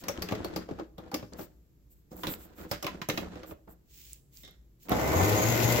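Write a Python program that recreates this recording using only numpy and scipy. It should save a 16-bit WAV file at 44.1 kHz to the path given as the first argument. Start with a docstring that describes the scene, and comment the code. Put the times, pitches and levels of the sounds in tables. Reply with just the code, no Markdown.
"""A small model locomotive sets off on a wooden baseboard, the microphone close beside the track.
It jerks into motion near the end: its motor winds up and hums through the board, the gears whirr,
and the wheels rumble, sizzle and ring on the rails. Before that, things are handled and set down,
first to the left, then to the right: knocks, clicks and sliding. The room is small and quiet."""
import sys
import numpy as np
from scipy import signal
from scipy.fft import rfft, irfft
from scipy.io import wavfile
from scipy.ndimage import uniform_filter1d

SR = 44100
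rng = np.random.default_rng(int(sys.argv[2]) if len(sys.argv) > 2 else 0)


def bounce(signal):
    """Save signal as a 16-bit WAV file at the path given by the first command-line argument."""
    frames = np.transpose(np.atleast_2d(signal))
    limited = np.clip(frames, -1, 1)
    pcm = np.round(limited * 32767).astype(np.int16)
    wavfile.write(sys.argv[1], SR, pcm)


N = 255780
TIME = np.arange(N) / SR


# The motor winding up: time_s, turns_per_s
MOTOR_SPEED = [(4.95, 60.62), (5.056, 65.88), (5.154, 83.45), (5.234, 98.13), (5.272, 103.2),
               (5.328, 106.4), (5.39, 102.1), (5.494, 116.0), (5.54, 118.2), (5.604, 115), (5.8, 120.8)]
def locomotive(start_s=4.905, rise_s=0.0044, drift_db_per_s=4):
    """It jerks into motion beside the microphone; the running noise drifts left as the motor winds up."""
    speed = np.interp(TIME, *np.transpose(MOTOR_SPEED))
    angle = 2 * np.pi * np.cumsum(speed) / SR
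    running = (1 + np.tanh((TIME - start_s) / (2 * rise_s))) / 2
    drift = pan(drift_db_per_s * np.maximum(TIME - start_s, 0))
    return running * (motor(angle) + (running_gear(speed, angle) + growl(speed, angle)) * drift)


# The hum swelling and sagging: time_s, level_db
HUM_LEVEL = [(4.96, -38), (5.134, -36), (5.16, -26.5), (5.374, -30), (5.396, -38), (5.46, -26),
             (5.562, -32), (5.718, -26.5), (5.8, -42)]
def motor(angle):
    """The unbalanced rotor shakes the board once a turn, left of the microphone."""
    hum = np.sin(angle) + amp(-12) * np.sin(2 * angle) + amp(-15) * np.sin(3 * angle)
    level_db = np.interp(TIME, *np.transpose(HUM_LEVEL))
    return unit(hum * waver(2)) * amp(level_db - 2) * pan(5.5)


def running_gear(speed, angle, cruise_hz=115, shake_hz=91.5, shake_width_hz=14.6):
    """Wheels and gears grow louder with speed; on the way up, one speed shakes the board harder."""
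    throb = 1 + 0.03 * np.sin(angle)
    roll = unit(gritty(per_s=900, spread_db=0.58, grain_s=0.0011, hiss=0.97) * throb)
    taps = unit(gear_taps(angle))
    low = rumble(roll, taps)
    gears = whirr(roll, taps)
    contacts = gritty(per_s=1100, spread_db=2.4, grain_s=0.0012, hiss=1.1) * waver(0.7) * throb * pan(0.5)
    octaves = np.log2(speed / cruise_hz)
    metal = sizzle(contacts, octaves) + squeal(contacts)
    shake_db = 2 * np.exp(-((speed - shake_hz) / shake_width_hz) ** 2)
    return (low + whine(angle)) * amp(octaves + shake_db) + gears * amp(3 * octaves) + metal


def gear_taps(angle, scatter_db=3, jitter_rad=0.12):
    """The gears take up their play once a turn, unevenly; each tap crosses the board by many paths."""
    turns = (angle + jitter_rad * unit(band(rng.standard_normal(N), 10, 60))) / (2 * np.pi)
    taps = np.diff(np.floor(turns), prepend=0) * amp(scatter_db * rng.standard_normal(N))
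    t = TIME[:SR // 20]
    paths = diffuse(len(t)) * np.exp(-t / 0.017)
    return signal.fftconvolve(taps[None], paths, axes=1)[:, :N]


# The rumble at the trackside: frequency_hz, gain_db
RUMBLE_SPECTRUM = [(82, -28.5), (140, -3.5), (203, -4), (322, -1.5), (370, -1.5), (505, -3.5),
                   (1070, -13.5), (1390, -15), (1520, -11), (1650, -21), (1800, -9), (2340, -63),
                   (3960, -120)]
def rumble(roll, taps):
    """Rolling wheels and tapping gears rattle the board, which rings and booms."""
    rolling = amp(-35) * unit(colour(roll, RUMBLE_SPECTRUM))
    buzz = amp(-40) * unit(colour(taps, RUMBLE_SPECTRUM))
    ringing = amp(-35.5) * unit(board(diffuse(N), width_hz=9.3))
    boom = amp(-42) * unit(band(diffuse(N), 58, 125, order=3)) * pan(4.2)
    return rolling + buzz + ringing + boom


# The gears from outside the body shell: frequency_hz, gain_db
WHIRR_SPECTRUM = [(1200, -27), (1750, 1), (2000, 10.5), (2300, 6), (2450, -5), (2800, -8), (4000, -16.5)]
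def whirr(roll, taps):
    """The gears whirr through the body shell."""
    teeth = unit(colour(taps, WHIRR_SPECTRUM))
    shell = unit(colour(board(roll, width_hz=18), WHIRR_SPECTRUM))
    rolling = unit(colour(roll, WHIRR_SPECTRUM))
    return amp(-44) * unit(teeth + 0.7 * shell + 0.7 * rolling) * pan(0.5)


# Wheel on rail from close by, and the fine fizz above it: frequency_hz, gain_db
SIZZLE_SPECTRUM = [(900, -58), (2400, 13.5), (3000, 9), (4500, 5), (6000, 7.5), (7500, 6.5), (10000, -1),
                   (13000, -25)]
FIZZ_SPECTRUM = [(7000, -26.5), (10500, -12.5), (11700, -10.5), (13000, -8.5), (14600, -11), (15600, -10.5)]
def sizzle(contacts, octaves):
    """Metal contacts sizzle unevenly as they roll, much louder with each octave of motor speed."""
    bright = unit(colour(contacts, SIZZLE_SPECTRUM))
    fizz = unit(colour(contacts, FIZZ_SPECTRUM) * waver(0.55))
    return bright * amp(-40 + 8.5 * octaves) + fizz * amp(-38 + 9.5 * octaves)


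# The wheel rims singing: start_s, length_s, level_db
RIM_SQUEALS = [(5.14, 0.11, -41.5), (5.35, 0.17, -40), (5.63, 0.058, -41.5)]
def squeal(contacts):
    """The rims ring in one narrow band, coming and going."""
    rims = ring(ring(contacts, 6540, 480), 6580, 480)
    return amp(-5) * unit(rims * waver(0.77)) * strokes(RIM_SQUEALS, column=2)


# The motor's whine at the trackside: frequency_hz, gain_db
WHINE_SPECTRUM = [(300, -3.5), (650, 5.5), (1050, -2), (1600, -11.5), (2100, -8.5), (2800, -16.5)]
def whine(angle, odd_db=-7):
    """Clean overtones of the motor climb with its speed; the even ones are stronger."""
    overtones = sum(amp(odd_db * (k % 2)) * np.sin(k * angle + 2 * np.pi * rng.random((2, 1)))
                    for k in range(3, 24))
    return amp(-37) * unit(colour(overtones, WHINE_SPECTRUM)) * waver(2)


# The loose drive, heard through the board: frequency_hz, gain_db
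GROWL_SPECTRUM = [(250, -17), (400, -5), (650, 1), (820, -2.5), (1100, -5), (2000, -32.5)]
def growl(speed, angle, shake_hz=91, width_hz=16):
    """The loose drive growls as the motor passes its shaking speed."""
    shaking = np.exp(-((speed - shake_hz) / width_hz) ** 2)
    return amp(-32) * unit(colour(gear_taps(angle), GROWL_SPECTRUM)) * shaking


# Wheels catching, just left of centre: time_s, level_db
FLANGE_CATCHES = [(5.0764, -38), (5.234, -32.5), (5.2826, -34), (5.2936, -29), (5.4845, -31), (5.6336, -30),
                  (5.7235, -26.5), (5.7799, -31)]
def catches(decay_s=0.0045):
    """Now and then a flange catches on the rail with a short bright scratch."""
    out, t = np.zeros((2, N)), TIME[:SR // 20]
    for time_s, level_db in FLANGE_CATCHES:
        scratch = band(diffuse(len(t)) * np.exp(-t / decay_s), 1600, 22000)
        add(out, time_s, strike(scratch, level_db - 2))
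    return out * pan(1.4)


# Resonances of the baseboard and the body shell: pitch_hz, gain_db
BOARD_MODES = [(177.6, -43), (236.9, -44), (317.6, -41), (398.4, -45), (495.3, -44), (635.2, -45),
               (732.1, -48), (839.8, -48), (1050, -50), (1480, -54), (2067, -53), (2277, -56), (2525, -59)]
def board(x, width_hz):
    """The board rings at its resonances, neighbours in opposite phase; the higher ones are broader."""
    return sum((-1) ** k * amp(db) * ring(x, hz, width_hz * (1 + hz / 1500))
               for k, (hz, db) in enumerate(BOARD_MODES))


# Things set down around the layout, and in the last three rows the locomotive's jolt as it starts: time_s,
# body_db, thump_db, click_db, body_hz, click_hz
SET_DOWNS = [(0.037, -53.5, -112, -48.5, 610, 4400), (0.083, -33, -42.5, -33, 555, 5500),
             (0.221, -41, -45, -34.5, 427, 4700), (0.287, -43.5, -62, -39.5, 414, 2000),
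             (0.31, -37.5, -40, -46, 404, 2050), (0.321, -30.5, -26.5, -38.5, 425, 2100),
             (0.35, -46, -46.5, -43.5, 375, 1830), (0.445, -32.5, -45, -40.5, 352, 4200),
             (0.561, -33, -35, -37, 312, 4600), (0.688, -37.5, -52, -53, 449, 1500),
             (0.71, -43.5, -32, -56, 393, 1500), (0.787, -44.5, -57, -58, 810, 2180),
             (0.796, -35, -62, -51, 323, 1600), (0.981, -44.5, -43, -53, 500, 3500),
             (1.115, -41, -82, -51.5, 810, 4500), (1.133, -33.5, -42, -59, 313, 5100),
             (1.142, -34, -73, -32.5, 320, 4900), (1.226, -44.5, -37.5, -54.5, 335, 1560),
             (1.391, -40.5, -44, -52.5, 330, 5600), (1.411, -44.5, -50, -56, 335, 4500),
             (2.115, -49, -44, -64.5, 505, 5000), (2.234, -37.5, -42, -37, 980, 2970),
             (2.269, -40.5, -35, -34, 520, 3650), (2.281, -48.5, -37, -44, 384, 2560),
             (2.713, -32.5, -32, -32.5, 577, 4800), (2.826, -39.5, -49.5, -39, 566, 5400),
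             (2.844, -38.5, -36, -38.5, 395, 2380), (2.866, -35.5, -54, -33, 1015, 2530),
             (3.016, -40.5, -37.5, -37.5, 1036, 1900), (3.087, -33.5, -30.5, -33, 522, 6000),
             (3.098, -38, -57, -29.5, 440, 1900), (3.175, -34, -42, -31.5, 264, 2300),
             (3.355, -43, -46, -53, 287, 1800), (3.432, -46, -58, -49, 522, 1550),
             (3.509, -44.5, -49, -54, 577, 2500), (3.677, -54, -54, -70, 666, 1800),
             (4.435, -61, -56, -70, 410, 3400), (4.477, -60.5, -70, -57.5, 420, 3430),
             (4.885, -40, -51, -47, 360, 1900), (4.894, -41, -39, -44, 616, 2400),
             (4.917, -27, -22, -35.5, 717, 3500)]
# A hard contact: frequency_hz, gain_db
CLACK_SPECTRUM = [(700, -29.5), (1300, 4.5), (2500, 4.5), (4000, 2), (6000, -1.5), (8000, -10.5),
                  (12000, -25.5)]
def knocks(chatter_s=0.0072, snap_s=0.00046, bounce_s=0.012, crack_hz=1190):
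    """Each contact snaps, chatters and settles; the object rings at two pitches and the board answers."""
    out, t = np.zeros((2, N)), TIME[:SR // 8]
    chatter = np.exp(-t / chatter_s)
    contact = (chatter + 4.1 * np.exp(-t / snap_s)) * (1 - np.exp(-t / 0.00099))
    soft = chatter * (1 - np.exp(-t / 0.00089))
    settling = soft + amp(-4.5) * np.interp(t - bounce_s, t, soft)  # a second, dull touch
    for time_s, body_db, thump_db, click_db, body_hz, click_hz in SET_DOWNS:
        force = diffuse(len(t)) * contact
        push = diffuse(len(t), split_hz=460, bass_side=0.05) * settling
        wood = unit(band(push, 230, max(750, 1.84 * body_hz), order=3))
        wood += 0.25 * unit(band(board(push, width_hz=9.4), 260, 2000))
        wood += unit(band(ring(push, body_hz, 37), 140, 1500))
        rim = unit(band(ring(force, click_hz, 600), 1400, 9000))
        clack = unit(colour(force, CLACK_SPECTRUM)) + 0.8 * rim
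        crack = ring(ring(force, crack_hz, 214), crack_hz, 214)
        tick_db = click_db + 7 * np.log2(click_hz / 5000)  # lower clicks have less top
        add(out, time_s, strike(clack, click_db - 1) + strike(wood, body_db - 1)
            + strike(crack, (body_db + click_db) / 2 - 7)
            + strike(band(force, 97, 230), thump_db - 3)
            + strike(band(force, 7300, 23000), tick_db - 1))
    return out


# Things dragged over the baseboard: start_s, length_s, shuffle_db, scrape_db
DRAGS = [(0.0, 0.33, -44.5, -54.5), (0.33, 0.29, -43.5, -56), (0.68, 0.13, -49.5, -64.5),
         (0.97, 0.11, -50.5, -66), (1.16, 0.056, -52, -59), (1.32, 0.036, -48, -62.5),
         (1.385, 0.023, -48.5, -56), (2.105, 0.14, -50.5, -75.5), (2.23, 0.09, -42, -50.5),
         (2.38, 0.16, -58, -69), (2.57, 0.083, -48, -59), (2.72, 0.017, -42.5, -44),
         (2.88, 0.08, -44.5, -59.5), (3.11, 0.14, -42.5, -55.5), (3.3, 0.12, -49.5, -59.5),
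         (3.47, 0.044, -51, -72), (3.67, 0.041, -55.5, -76), (4.425, 0.097, -66, -73),
         (4.85, 0.021, -56.5, -68)]
# The dull and the gritty part of a drag: frequency_hz, gain_db
SHUFFLE_SPECTRUM = [(40, -2.5), (80, 9.5), (125, -10), (180, 3), (350, 2), (600, -4.5), (1300, -13.5),
                    (2000, -22.5), (4000, -84)]
SCRAPE_SPECTRUM = [(500, -75.5), (1300, 21.5), (2200, 14), (4000, 9.5), (7500, -0.5), (10000, -2),
                   (14000, -20.5)]
def sliding():
    """Things rub over the wood with a dull shuffle and a gritty, uneven scrape."""
    rub = gritty(per_s=290, spread_db=3.5, grain_s=0.0044, hiss=0.46)
    wood = unit(colour(board(rub, width_hz=3.9), SHUFFLE_SPECTRUM))
    shuffle = unit(unit(colour(rub, SHUFFLE_SPECTRUM)) + 0.5 * wood)
    grit = gritty(per_s=500, spread_db=3, grain_s=0.001, hiss=1.3)
    scrape = unit(colour(grit, SCRAPE_SPECTRUM) * waver(1.5))
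    return amp(-1) * shuffle * strokes(DRAGS, column=2) + amp(-2) * scrape * strokes(DRAGS, column=3)


# Sleeves passing over the layout: middle_s, half_length_s, swish_db, sheen_db
SLEEVE_PASSES = [(0.01, 0.019, -48.5, -67), (1.417, 0.039, -49, -51.5), (1.922, 0.019, -67.5, -62),
                 (1.977, 0.05, -73.5, -74.5), (2.127, 0.018, -55, -70), (2.218, 0.059, -51, -53.5),
                 (2.32, 0.033, -65.5, -39), (2.427, 0.038, -57, -54.5), (2.609, 0.047, -54.5, -57),
                 (2.725, 0.04, -50, -65), (3.177, 0.052, -48, -61.5), (3.497, 0.034, -55.5, -54),
                 (3.714, 0.025, -66, -58.5), (4.045, 0.13, -47.5, -78), (4.388, 0.057, -51, -60),
                 (4.843, 0.039, -54, -68)]
# The broad and the fine part of the cloth's sound: frequency_hz, gain_db
SWISH_SPECTRUM = [(1200, -24), (2400, -7.5), (4000, -8.5), (7000, -7), (11000, -9.5), (13500, -10.5),
                  (16000, 4.5)]
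SHEEN_SPECTRUM = [(5000, -47), (7800, -7), (10500, -12), (12000, -9), (13500, 1.5), (16000, -5)]
def sleeves(squareness=3.3):
    """Cloth brushes past, each swish swelling and fading evenly."""
    cloth = gritty(per_s=1500, spread_db=2, grain_s=0.0007, hiss=0.96)
    swish = unit(colour(cloth, SWISH_SPECTRUM))
    sheen = unit(colour(diffuse(N), SHEEN_SPECTRUM))
    out = np.zeros((2, N))
    for middle_s, half_length_s, swish_db, sheen_db in SLEEVE_PASSES:
        from_middle = np.minimum(np.abs(TIME - middle_s) / half_length_s, 5)
        out += (amp(swish_db) * swish + amp(sheen_db) * sheen) * np.exp(-from_middle ** squareness)
    return amp(-2) * out


# Light ticks around the layout: time_s, level_db, pitch_hz
PART_TICKS = [(0.176, -42, 2200), (1.335, -47.5, 5650), (2.167, -45.5, 13900), (2.339, -40.5, 2000),
              (4.132, -37, 9595), (4.372, -51, 5550), (4.51, -58, 13000), (4.834, -57, 12600),
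              (4.895, -33.5, 13000)]
def ticks(decay_s=0.00076, width_hz=3500):
    """Small hard parts touch: one short bright snap each."""
    out, t = np.zeros((2, N)), TIME[:SR // 20]
    for time_s, level_db, pitch_hz in PART_TICKS:
        snap = diffuse(len(t)) * np.exp(-t / decay_s)
        tick = ring(ring(snap, pitch_hz, width_hz), pitch_hz, width_hz)
        add(out, time_s, strike(tick, level_db - 2))
    return out


# A piece of metal clinking: time_s, level_db
METAL_CLINKS = [(4.434, -49.5), (4.449, -48.5), (4.477, -55)]
# Its resonances: pitch_hz, gain_db, t60_s
METAL_MODES = [(1900, -10, 0.38), (2100, -7, 0.31), (3380, 0, 0.17), (3644, 2, .18), (3800, -6, 0.28),
               (5313, -4, .07)]
def clinks(snap_s=0.0011, graze_s=0.04):
    """A grazing touch sets a piece of metal ringing roughly."""
    out, t = np.zeros((2, N)), TIME[:SR // 3]
    for time_s, level_db in METAL_CLINKS:
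        modes = sum(amp(db) * np.sin(2 * np.pi * (hz * t + rng.random((2, 1)))) * fade(t, t60_s)
                    for hz, db, t60_s in METAL_MODES)
        rub = diffuse(len(t))
        rough = unit(sum(amp(db) * ring(rub, hz, 300) for hz, db, _ in METAL_MODES))
        graze = amp(2) * rough * np.exp(-t / graze_s)
        snap = amp(8) * rub * np.exp(-t / snap_s)
        add(out, time_s, strike(modes + graze + snap, level_db - 4))
    return out


# The small room's reverberation: frequency_hz, t60_s
ROOM_DECAY = [(100, 0.25), (300, 0.17), (800, 0.06), (2000, 0.21), (5000, 0.19), (14000, 0.14)]
def room(x, wet_db=-9.5, build_s=0.0058):
    """Direct sound reaches the microphone, then a short diffuse tail, longest in the bass."""
    t = TIME[:SR // 2]
    noise, tail = diffuse(len(t)), 0
    edges = np.geomspace(50, 18000, 8)
    room_hz, room_t60_s = np.transpose(ROOM_DECAY)
    for lo, hi in zip(edges, edges[1:]):
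        t60_s = np.interp(np.log(lo * hi) / 2, np.log(room_hz), room_t60_s)
        tail = tail + band(noise, lo, hi, order=3) * fade(t, t60_s)
    tail = unit(tail * (1 - np.exp(-t / build_s))) / np.sqrt(len(t))
    return x + amp(wet_db) * signal.fftconvolve(x, tail, axes=1)[:, :N]


# What comes back from across the room: frequency_hz, gain_db
FAR_WALL_SPECTRUM = [(100, -4.5), (400, 3), (2500, -8), (7000, 0.5), (14000, -4)]
def far_walls(x, late_db=-17, t60_s=0.65, build_s=0.005):
    """The far walls add a faint, longer tail."""
    t = TIME[:SR * 3 // 4]
    tail = unit(diffuse(len(t)) * fade(t, t60_s) * (1 - np.exp(-t / build_s))) / np.sqrt(len(t))
    return x + amp(late_db) * colour(signal.fftconvolve(x, tail, axes=1)[:, :N], FAR_WALL_SPECTRUM)


# Room tone all around the microphone: frequency_hz, gain_db
AIR_SPECTRUM = [(25, -15), (57, -2), (90, -12), (150, -8), (220, -19), (330, -18), (800, -38), (3000, -45),
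                (10000, -46), (13500, -41), (16000, -43)]
def still_room(drone_hz=57):
    """Faint air noise with a low wavering drone."""
    drone = unit(band(diffuse(N), drone_hz - 3, drone_hz + 3))
    air = unit(colour(diffuse(N), AIR_SPECTRUM))
    return amp(-64.5) * air + amp(-64) * drone


def amp(db):
    """Decibels to gain."""
    return 10 ** (np.asarray(db) / 20)


def unit(x):
    """Scale to rms 1."""
    return x / np.sqrt(np.mean(x ** 2))


def pan(db):
    """Channel gains for a level difference, left minus right."""
    return amp(np.array([[.5], [-.5]]) * db)


def fade(t, t60_s):
    """A decay of 60 dB every t60_s."""
    return np.exp(-np.log(1000) * t / t60_s)


def band(x, lo_hz, hi_hz, order=2):
    """Causal band-pass."""
    sos = signal.butter(order, [lo_hz, min(hi_hz, SR / 2 - 500)], "band", fs=SR, output="sos")
    return signal.sosfilt(sos, x)


def ring(x, hz, width_hz):
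    """One resonance."""
    return signal.lfilter(*signal.iirpeak(hz, hz / width_hz, fs=SR), x)


def colour(x, points, size=4096):
    """Minimum-phase filter through points of frequency_hz, gain_db."""
    hz, db = np.transpose(sorted(points))
    bins_hz = np.arange(size // 2 + 1) * SR / size
    log_gain = np.log(amp(np.interp(np.log(bins_hz + 1), np.log(hz), db)))
    cepstrum = irfft(log_gain) * np.r_[1, np.full(size // 2 - 1, 2), 1, np.zeros(size // 2 - 1)]
    impulse = irfft(np.exp(rfft(cepstrum)))
    return signal.fftconvolve(x, impulse[None], axes=1)[:, :x.shape[1]]


def diffuse(size, split_hz=620, bass_side=0.23):
    """Noise at the stereo microphone: both sides alike in the bass, unrelated in the treble."""
    hz = np.arange(size // 2 + 1) * SR / size
    side_share = np.clip(bass_side + hz ** 2 / (hz ** 2 + split_hz ** 2), 0, 1)
    mid, side = rng.standard_normal((2, size))
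    both = rfft(mid) + np.array([[1], [-1]]) * side_share * rfft(side)
    return irfft(both / np.sqrt(1 + side_share ** 2), size)


def gritty(per_s, spread_db, grain_s, hiss):
    """Tiny random contacts, most small and a few large, over an even hiss."""
    hits = rng.random(N) < per_s / SR
    grains = hits * amp(spread_db * np.minimum(rng.exponential(size=N), 5))
    power = signal.lfilter([1], [1, -np.exp(-2 / (grain_s * SR))], grains ** 2)
    return diffuse(N) * np.sqrt(power / power.mean() + hiss)


def waver(db, lo_hz=6, hi_hz=28):
    """A gain that wavers at random by some dB."""
    return amp(db * unit(band(rng.standard_normal(N), lo_hz, hi_hz)))


def strokes(table, column, attack_share=0.17, release_s=0.037):
    """Gain over time: each row swells, holds the level in the given column and dies away."""
    gain = 0
    for row in table:
        start_s, length_s = row[:2]
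        swell = np.clip((TIME - start_s) / (attack_share * length_s), 0, 1)
        release = np.exp(-np.maximum(TIME - start_s - length_s, 0) / release_s)
        gain = gain + amp(row[column]) * swell * release
    return gain


def strike(x, db):
    """Scale a blow so that its loudest 5 ms have this level."""
    power = uniform_filter1d(np.mean(x ** 2, axis=0), SR // 200)
    return x * amp(db) / np.sqrt(power.max())


def add(out, time_s, sound):
    """Mix a sound in at a time."""
    start = int(time_s * SR)
    out[:, start:start + sound.shape[1]] += sound[:, :N - start]


def scene():
    """From the trackside: the handling moves from left to right, then the locomotive sets off."""
    handling = far_walls(room(knocks()) + sliding() + sleeves() + ticks() + clinks())
    side_db = np.interp(TIME, [1.5, 2.1], [1.8, -1.8])
    return handling * pan(side_db) + locomotive() + catches() + still_room()


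# The camera's microphone beside the track: frequency_hz, gain_db
MIC_RESPONSE = [(30, 1.5), (6000, 4), (7600, 7), (8200, 0), (8700, -5), (9200, -2.5), (10800, -1),
                (11800, 5.5), (16000, 2)]
def record(dry, top_hz=15800):
    """The microphone ports notch the treble; the top is cut steeply."""
    low_pass = signal.ellip(10, .2, 70, top_hz, fs=SR, output="sos")
    return signal.sosfilt(low_pass, colour(dry, MIC_RESPONSE))


dry = scene()
out = record(dry)
bounce(out)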